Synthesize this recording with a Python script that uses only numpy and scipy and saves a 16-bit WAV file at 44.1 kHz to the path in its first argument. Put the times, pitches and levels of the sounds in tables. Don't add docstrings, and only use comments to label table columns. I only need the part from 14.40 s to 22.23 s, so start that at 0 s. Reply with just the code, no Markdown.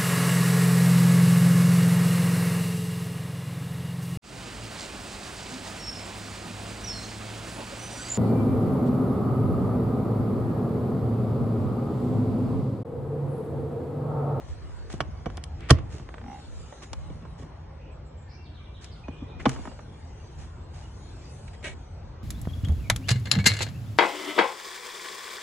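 import sys
import numpy as np
from scipy import signal
from scipy.fft import rfft, irfft, next_fast_len
from scipy.io import wavfile
from scipy.ndimage import uniform_filter1d, map_coordinates

SR = 44100
rng = np.random.default_rng(int(sys.argv[2]) if len(sys.argv) > 2 else 0)


def dump(signal):
    limited = np.clip(np.atleast_2d(signal).T, -1, 1)
    pcm = np.round(limited * 32767).astype(np.int16)
    wavfile.write(sys.argv[1], SR, pcm)


N = 345341
HIT_T = np.arange(16384) / SR
HIT_HZ = np.fft.rfftfreq(len(HIT_T), 1 / SR)
BOOM_LAG_S = 0.00374
BED_PAN_DB = [[0.28], [-0.28]]

# f/Hz, left-right correlation
DIFFUSE_IMAGE = [(25, 0.96), (60, 0.97), (130, 1), (270, 0.94), (720, 0.14), (1200, 0.44), (1800, 0.69),
                 (2700, 0.5), (3600, -0.33), (5000, -0.83), (7000, 0.47), (9000, -0.44), (10500, -0.21)]
DIRECT_IMAGE = [(200, 1), (350, 0.93), (750, 1), (1100, 0.93), (1900, 0.8), (3200, 0.24), (4900, 0.45),
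                (7500, 0.22), (10400, 0.6)]
# f/Hz, t60/s
YARD_DECAY = [(200, .6), (2000, 0.22), (9000, 0.11)]
TREE_DECAY = [(2000, 0.93), (8000, 0.29)]

# f/Hz, level/dB
RUMBLE_EQ = [(13, -42.5), (22, -20), (38, -4), (75, 2.5), (96, -1), (113, -7.5), (151, -7), (181, -21.5),
             (226, -17.5), (257, -33), (300, -31.5), (390, -52), (660, -120)]
AIR_EQ = [(94, -25.5), (160, 0.5), (189, -7.5), (230, -6), (435, -7.5), (530, -8), (608, -9.5), (848, -10),
          (2490, -26), (3690, -30), (6000, -34.5), (7800, -66.5), (13200, -120)]
EDDY_EQ = [(20, -16), (45, 2.5), (70, 5), (130, -14), (260, -27), (400, -32), (600, -56)]
# t/s, level/dB
RUMBLE_RIDE = [(0.0, -41), (0.41, -49.5), (0.76, -40.5), (0.96, -42), (1.39, -39.5), (2.18, -49),
               (2.99, -44.5), (4.29, -45.5), (4.64, -43.5), (4.88, -46), (6.21, -43), (7.57, -44),
               (7.7, -41.5), (7.83, -45.5)]
AIR_RIDE = [(0.0, -51), (0.46, -51.5), (1.35, -51.5), (2.97, -53), (4.51, -54.5), (5.19, -48), (5.37, -53),
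            (7.65, -53), (7.83, -51.5)]
# t/s, length/s, level/dB
BUFFET_CUES = [(.03, 0.23, -38), (.24, 0.4, -37), (.5, 0.47, -42), (2.07, .24, -38), (2.52, 0.42, -39),
               (4.95, 0.23, -47), (5.07, .3, -35), (5.96, 0.15, -45), (7.3, .12, -43)]
# t/s, length/s, start f/Hz, end f/Hz, waver/Hz, relative level/dB
BIRD_NOTES = [(3.505, .055, 7880, 7240, 300, -66), (3.637, 0.07, 7720, 7200, 300, -63),
              (3.76, 0.088, 7600, 7250, 300, -62), (3.872, 0.11, 4700, 5370, 480, -56),
              (4.027, 0.06, 5230, 2800, 250, -53), (4.129, 0.065, 4500, 2706, 249, -52),
              (4.231, 0.053, 4210, 2580, 250, -52), (4.331, 0.057, 4230, 2890, 250, -53),
              (4.414, 0.065, 4700, 2880, 249, -53.5), (4.507, 0.073, 5090, 2800, 250, -53),
              (4.69, 0.071, 3500, 2620, 199, -57), (4.761, .045, 4110, 2940, 200, -55),
              (4.873, .055, 3800, 3410, 200, -54), (3.689, .05, 2400, 2400, 30.5, -62),
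              (3.89, 0.077, 2280, 2360, 30, -57), (3.964, 0.064, 2760, 2690, 30, -55.5),
              (4.171, .06, 2330, 2370, 30, -57), (4.633, 0.031, 2476, 2430, 30, -47.5),
              (4.715, 0.041, 2410, 2430, 30, -55), (4.907, 0.048, 2460, 2410, 30, -50)]

# f/Hz, level/dB
JACKET_EQ = [(1500, -12), (3000, -0.5), (4800, -2), (6500, -2.5), (9300, -6), (10000, -19), (11000, -37.5)]
SLEEVE_EQ = [(150, -22), (300, 9.5), (1200, 5), (2800, 3), (4300, 1), (6500, 1.5), (9500, -6), (11000, -28)]
SOLE_EQ = [(200, -3), (560, 6), (750, -1), (930, -3), (1250, -6), (1650, 2.5), (2050, 6.5), (2700, 0),
           (3500, -5.5), (4000, -2), (4900, -18), (5800, -10), (9500, -13.5), (10800, -51)]
# t/s, level/dB
JACKET_RIDE = [(0.0, -66), (0.94, -73), (1.35, -72), (1.81, -71.5), (2.0, -62.5), (2.29, -62),
               (3.29, -79.5), (3.84, -86), (4.32, -77.5), (4.56, -70.5), (5.01, -80), (5.21, -60),
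               (5.52, -71), (5.93, -66), (6.24, -74), (6.82, -60), (7.18, -67), (7.83, -79)]
# t/s, length/s, level/dB
SLEEVE_CUES = [(.08, 0.097, -57.5), (.5, 0.1, -47.5), (1.497, 0.068, -56), (1.523, 0.14, -52.5),
               (2.28, 0.078, -67), (2.423, 0.045, -44.5), (2.98, 0.12, -57), (4.415, 0.095, -52.5),
               (4.995, 0.089, -55), (5.078, 0.13, -44.5), (5.98, 0.14, -53.5), (6.34, 0.22, -54.5)]
SHOE_CUES = [(7.078, 0.016, -47.5), (7.133, 0.039, -52), (7.228, 0.048, -46), (7.2415, 0.1, -35.5)]

# t/s, length/s, level/dB, f/Hz, sharpness
RUB_CUES = [(3.372, 0.2, -63.5, 2560, 9.6), (1.175, 0.26, -52.5, 2160, 3.1), (1.286, 0.017, -40, 1500, 1.5),
            (1.796, 0.13, -46.5, 244, 6.6), (2.038, 0.41, -64.5, 1340, 22), (2.099, 0.37, -82, 2820, 18),
            (3.1, 0.81, -60.5, 535, 24.5), (4.993, 0.03, -46, 1950, 3.6), (5.089, .22, -53, 410, 1.45),
            (2.55, .5, -46.5, 130, 3.4)]
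# t/s, level/dB, centre f/Hz, frame boom level/dB
KNOCK_CUES = [(2.324, -42, 750, -59.5), (2.421, -50.5, 1390, -65), (2.434, -52, 1600, -67),
              (2.5311, -39, 1020, -44), (2.531, -40.5, 5600, -68), (2.70, -41, 390, -39),
              (2.823, -40, 167, -47), (2.851, -47.5, 1026, -51), (2.997, -48, 447, -35),
              (3.022, -46, 504, -38), (3.031, -38.5, 152, -39), (4.443, -46.5, 5800, -65),
              (4.682, -38.5, 868, -24), (4.818, -60, 299.5, -23.5), (4.999, -45.5, 2000, -65),
              (5.0547, -32.5, 3270, -55), (5.0561, -18.5, 960, -47), (5.059, -32, 3050, -48),
              (5.0617, -26, 940, -6), (5.0923, -37, 7900, -51), (5.0923, -38, 1880, -39),
              (5.138, -54, 6800, -65), (5.161, -42, 1200, -36), (5.187, -45, 710, -31),
              (5.253, -41, 1140, -34), (5.2726, -39.5, 1080, -29.5), (5.314, -47, 870, -50),
              (5.39, -45.5, 1130, -63)]
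# t/s, level/dB, centre f/Hz, panel boom level/dB
LATCH_CUES = [(0.501, -44, 1480, -67), (0.526, -48, 4700, -66), (0.537, -34, 251, -33),
              (0.6043, -22, 1080, -27.5), (0.6108, -36.5, 1700, -37), (0.679, -60, 252, -37.5),
              (0.8583, -36, 1200, -38.5), (0.8627, -29, 393, -27.5), (0.9004, -46, 1370, -60),
              (0.971, -43.5, 4270, -52.5), (0.9765, -39.5, 990, -39.5), (1.0382, -39, 4150, -52),
              (1.206, -49, 2110, -44), (1.295, -31.5, 2200, -66), (1.3015, -19.5, 1220, -41),
              (1.3045, -18.5, 3600, -33.5), (1.306, -14, 2730, -5), (1.307, -16.5, 1220, -30),
              (1.3086, -19, 1350, -42.5), (1.312, -29.5, 4500, -54), (1.386, -42, 1200, -33.5),
              (1.54, -61.5, 250, -31), (1.5972, -47.5, 1000, -36)]
# f/Hz, level/dB, t60/s
SLIP_MODES = [(816, 7.5, 0.057), (786, 11, 0.042), (235, 6, 0.062), (2100, 11.5, 0.011)]
FRAME_MODES = [(80, -0.5, 0.031), (132, -9.5, 0.14), (232.4, 2.5, 0.045), (262, 0.5, 0.058),
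               (453, -28, 0.16), (496, -25, 0.097), (790, -24.5, 0.098), (1042, -38, .1),
               (1165, -27, 0.084)]
PANEL_MODES = [(60.3, -13, .2), (81.3, 3, 0.13), (127.3, 8, 0.067), (187, 5, 0.036), (263.5, -2.5, 0.061),
               (299.5, -3.5, .064), (413, -1, 0.033), (428.5, -20.5, 0.085), (534, -26, 0.21),
               (651, -28.5, 0.14)]
STEEL_MODES = [(1096, 3.5, .06), (1480, -8, .06), (1594, -8, 0.054), (1850, -1.5, 0.039), (2290, -1.5, .06),
               (2967, -3, .068), (3454, -5.5, 0.042), (4272, -15.5, .045), (5090, -12, .07),
               (5549, -14, .08), (5930, -7.5, 0.071), (7350, -19, .13)]
# f/Hz, level/dB
HOUSING_EQ = [(400, 1.5), (560, -1), (740, 3.5), (920, -5.5), (1100, 0.5), (1450, -2.5), (1880, -3.5),
              (2500, -7), (2850, -1.5), (3350, 1.5), (3720, -8), (4250, -2), (4950, -2.5), (5350, 1.5),
              (5950, -3), (6350, 0), (6800, -4.5), (7700, -1.5), (9300, 2), (10400, 3), (11200, -18.5)]
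# f/Hz, phase/rad
DOOR_PHASE = [(150, 0), (350, -.2), (700, -1.15), (1100, -.15), (3000, .3), (5000, -2.4), (8500, -2)]
# f/Hz, level/dB
DOOR_PAN = [(150, -0.65), (330, 1.0), (650, -2.7), (1100, -2), (2200, -0.042), (4500, 1.0), (9000, 0.78)]


def amp(db):
    return 10 ** (np.asarray(db) / 20)


def unit(x):
    return x / np.sqrt(np.mean(x ** 2) + 1e-20)


def along(points, hz):
    f, v = np.transpose(points)
    return np.interp(np.log(hz + 1), np.log(f + 1), v)


def ride(points):
    return np.interp(np.arange(N) / SR, *np.transpose(points))


def add(track, s, sound):
    start = round(s * SR)
    track[..., start:start + sound.shape[-1]] += sound[..., :N - start]


def wobble(rate):
    knots = rng.standard_normal(int(N * rate / SR) + 4)
    return map_coordinates(knots, [np.arange(N) * rate / SR])


def filtered(x, response):
    size = x.shape[-1]
    padded = next_fast_len(size + size // 8)
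    return irfft(rfft(x, padded) * response(np.fft.rfftfreq(padded, 1 / SR)), padded)[..., :size]


def stereo_noise(image, size):
    def mid_side_gains(hz):
        angle = np.arccos(along(image, hz)) / 2
        return np.array([np.cos(angle), np.sin(angle)])
    mid, side = filtered(rng.standard_normal((2, size)), mid_side_gains)
    return np.array([mid + side, mid - side])


def rush(eq):
    return unit(filtered(stereo_noise(DIFFUSE_IMAGE, N), lambda hz: amp(along(eq, hz))))


def pressure(strokes, hold):
    force = np.zeros(N)
    for s, length, db in strokes:
        progress = np.linspace(0, 1, int(length * SR))
        add(force, s, amp(db) * np.interp(progress, [0, hold, .44, .6, 1], [1, 1, .85, .37, .071]))
    return force


def reverb(x, decay):
    hz, t, spectra = signal.stft(rng.standard_normal((2, SR // 2)), SR, nperseg=256)
    tail = signal.istft(spectra * amp(-60 * t / along(decay, hz)[:, None]), SR, nperseg=256)[1]
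    return signal.fftconvolve(np.atleast_2d(x), tail / np.linalg.norm(tail[0]), axes=1)[:, :N]


def patchy(x, depth_db):
    spectra = signal.stft(x, nperseg=1024)[2]
    patches = uniform_filter1d(rng.standard_normal(spectra.shape[1:]), size=4, axis=0)
    patches = uniform_filter1d(patches, size=9, axis=1)
    return unit(signal.istft(spectra * amp(depth_db * unit(patches)), nperseg=1024)[1][:, :N])


def wind():
    rumble = amp(ride(RUMBLE_RIDE) + 2.5 + 0.28 * wobble(5.9)) * rush(RUMBLE_EQ)
    rumble = filtered(rumble, lambda hz: hz ** 8 / (hz ** 8 + 34 ** 8))
    air = amp(ride(AIR_RIDE) + 2 + 0.23 * wobble(13)) * patchy(rush(AIR_EQ), depth_db=2.5)
    return amp(BED_PAN_DB) * (rumble + air)


def buffets():
    eddy = unit(filtered(rng.standard_normal(N), lambda hz: amp(along(EDDY_EQ, hz))))
    force = uniform_filter1d(pressure(BUFFET_CUES, hold=0.38), size=1500)
    return np.outer([1, -1], force * eddy)


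def birds():
    song = np.zeros(N)
    waver = wobble(700)
    for s, length, start_hz, end_hz, waver_hz, db in BIRD_NOTES:
        size = int(length * SR)
        pitch = np.linspace(start_hz, end_hz, size) + waver_hz * waver[round(s * SR):][:size]
        whistle = np.sin(2 * np.pi * np.cumsum(pitch) / SR)
        add(song, s, amp(db) * signal.windows.tukey(size, .6) * whistle)
    song *= unit(amp(3 * wobble(110)))
    return amp(-7.5) * song + amp(-3) * reverb(song, TREE_DECAY)


def jacket():
    movement = amp(ride(JACKET_RIDE) + 4.5 + 0.5 * wobble(21))
    return amp(BED_PAN_DB) * movement * patchy(rush(JACKET_EQ), depth_db=6)


def sleeve():
    slip_hz = 230 * amp(6.8 * wobble(90))
    slip_phase = np.cumsum(slip_hz) / SR % 1
    texture = amp(2 * wobble(500) - 5 * slip_phase)
    force = uniform_filter1d(pressure(SLEEVE_CUES, hold=0.07), size=700)
    return force * unit(rush(SLEEVE_EQ) * texture)


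def shoe():
    grains_per_s, echo_s, echo_gain = 910, .00313, 0.79
    grains = (rng.random(N) < grains_per_s / SR) * rng.standard_normal((2, N))
    grains *= amp(rng.standard_normal(N).clip(-2, 2))
    mid, side = filtered(grains, lambda hz: amp(along(SOLE_EQ, hz)))
    side = filtered(side, lambda hz: hz / (hz + 2500))
    grit = unit(np.array([mid + side, mid - side]))
    scrape = rush(SOLE_EQ) * amp(0.92 * wobble(200))
    scuffs = pressure(SHOE_CUES, hold=0.011) * unit(scrape + amp(-2) * grit)
    hollow = filtered(scuffs, lambda hz: 1 + echo_gain * np.exp(-2j * np.pi * hz * echo_s))
    return hollow / np.hypot(1, echo_gain)


def minimum_phase(gain):
    cepstrum = irfft(np.log(np.maximum(gain, 1e-6)))
    half = len(cepstrum) // 2
    cepstrum[1:half] *= 2
    cepstrum[half + 1:] = 0
    return np.exp(rfft(cepstrum))


def hump(hz, centre_hz, rise, fall):
    ratio = (hz + 1) / centre_hz
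    return 1 / np.sqrt(ratio ** (-2 * rise) + ratio ** (2 * fall))


def crack(centre_hz, t60, rise, fall):
    push_share, push_s = 0.15, .001
    envelope = amp(-60 * HIT_T / t60) * (1 - np.exp(-HIT_T / 0.0019))
    shiver = unit(stereo_noise(DIRECT_IMAGE, len(HIT_T)) * envelope)
    push = unit(signal.unit_impulse(len(HIT_T), round(push_s * SR)))
    spectrum = rfft(np.sqrt(push_share) * push + np.sqrt(1 - push_share) * shiver)
    power = np.mean(np.abs(spectrum) ** 2, axis=0)
    ripple = np.sqrt(np.abs(uniform_filter1d(power, size=100)))
    cushion = 1 / np.sqrt(1 + (HIT_HZ / (5.5 * centre_hz)) ** 4)
    tone = cushion * hump(HIT_HZ, centre_hz, rise, fall) / ripple
    return unit(irfft(spectrum * minimum_phase(tone))) * np.sqrt(0.01 * SR / len(HIT_T))


def ring(modes, attack_s, scatter_db):
    waves = np.zeros(len(HIT_T))
    for hz, db, t60 in modes:
        envelope = amp(db + scatter_db * rng.standard_normal() - 60 * HIT_T / t60)
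        waves -= envelope * np.sin(2 * np.pi * hz * HIT_T)
    return waves * (1 - np.exp(-HIT_T / attack_s))


def steel(centre_hz, longest_t60):
    modes = [(hz, db + 20 * np.log10(hump(hz, centre_hz, rise=.6, fall=.46)), min(t60, longest_t60))
             for hz, db, t60 in STEEL_MODES]
    mid, side = [ring(modes, attack_s=0.00045, scatter_db=3) for _ in range(2)]
    side = filtered(side, lambda hz: 1j * hz / (hz + 4000))
    return np.array([mid + side, mid - side])


def rubs():
    out = np.zeros((2, N))
    for s, length, db, centre_hz, sharpness in RUB_CUES:
        size = int(length * SR)
        noise = stereo_noise(DIRECT_IMAGE, size)
        band = filtered(noise, lambda hz: hump(hz, centre_hz, sharpness, sharpness))
        add(out, s, amp(db) * unit(band) * signal.windows.tukey(size, .5))
    return out


def creak():
    first_gap_s, shortest_gap_s, gap_shrink = .052, .0128, .7
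    swell_peak_s, swell_width_s = 1.909, 0.044
    out = np.zeros((2, N))
    s, strain = 1.6888, .85
    for grip in gap_shrink ** np.arange(15):
        slip = amp(-57 + 16 * strain) * crack(1700 - 10 * strain, t60=0.017, rise=0.1, fall=2.66)
        swell = amp(-42.5) / np.hypot(1, ((s - swell_peak_s) / swell_width_s) ** 2)
        add(out, s, slip + swell * ring(SLIP_MODES, attack_s=0.0046, scatter_db=1))
        s += shortest_gap_s + (first_gap_s - shortest_gap_s) * grip
        strain = grip
    return out


def knocks():
    out = np.zeros((2, N))
    for s, db, centre_hz, boom_db in KNOCK_CUES:
        lock = amp(-6.5) * steel(centre_hz, longest_t60=.04)
        knock = crack(centre_hz, t60=.017 + 11 / centre_hz, rise=0.84, fall=3.23)
        add(out, s, amp(db) * (knock + lock))
        add(out, s + BOOM_LAG_S, amp(boom_db) * ring(FRAME_MODES, attack_s=0.006, scatter_db=1))
    return out


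def latch():
    out = np.zeros((2, N))
    housing = minimum_phase(amp(along(HOUSING_EQ, HIT_HZ)))
    for s, db, centre_hz, boom_db in LATCH_CUES:
        t60 = 0.012 + 3.9 / centre_hz
        click = irfft(rfft(crack(centre_hz, t60, rise=0.94, fall=1.75)) * housing)
        metal = amp(-11) * steel(centre_hz, longest_t60=.08)
        add(out, s, amp(db) * (click + metal))
        add(out, s + BOOM_LAG_S, amp(boom_db) * ring(PANEL_MODES, attack_s=0.0038, scatter_db=1.5))
    return out


def door_position(hz):
    pan = amp(np.outer([1, -1], along(DOOR_PAN, hz)))
    return pan * np.exp(np.outer([.5j, -.5j], along(DOOR_PHASE, hz)))


def scene():
    door = latch() + creak() + knocks() + rubs()
    low_cut = signal.butter(3, 44, "highpass", fs=SR, output="sos")
    door = filtered(signal.sosfilt(low_cut, door), door_position)
    yard = amp(-21.5) * reverb(door, YARD_DECAY)
    return door + yard + sleeve() + shoe() + birds() + wind() + jacket() + buffets()


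def record(dry):
    ceiling, top_hz = .95, 11050
    rounded = dry / (1 + np.abs(dry / ceiling) ** 6) ** (1 / 6)
    return filtered(rounded, lambda hz: 1 / np.sqrt(1 + (hz / top_hz) ** 80))


dry = scene()
out = record(dry)
dump(out)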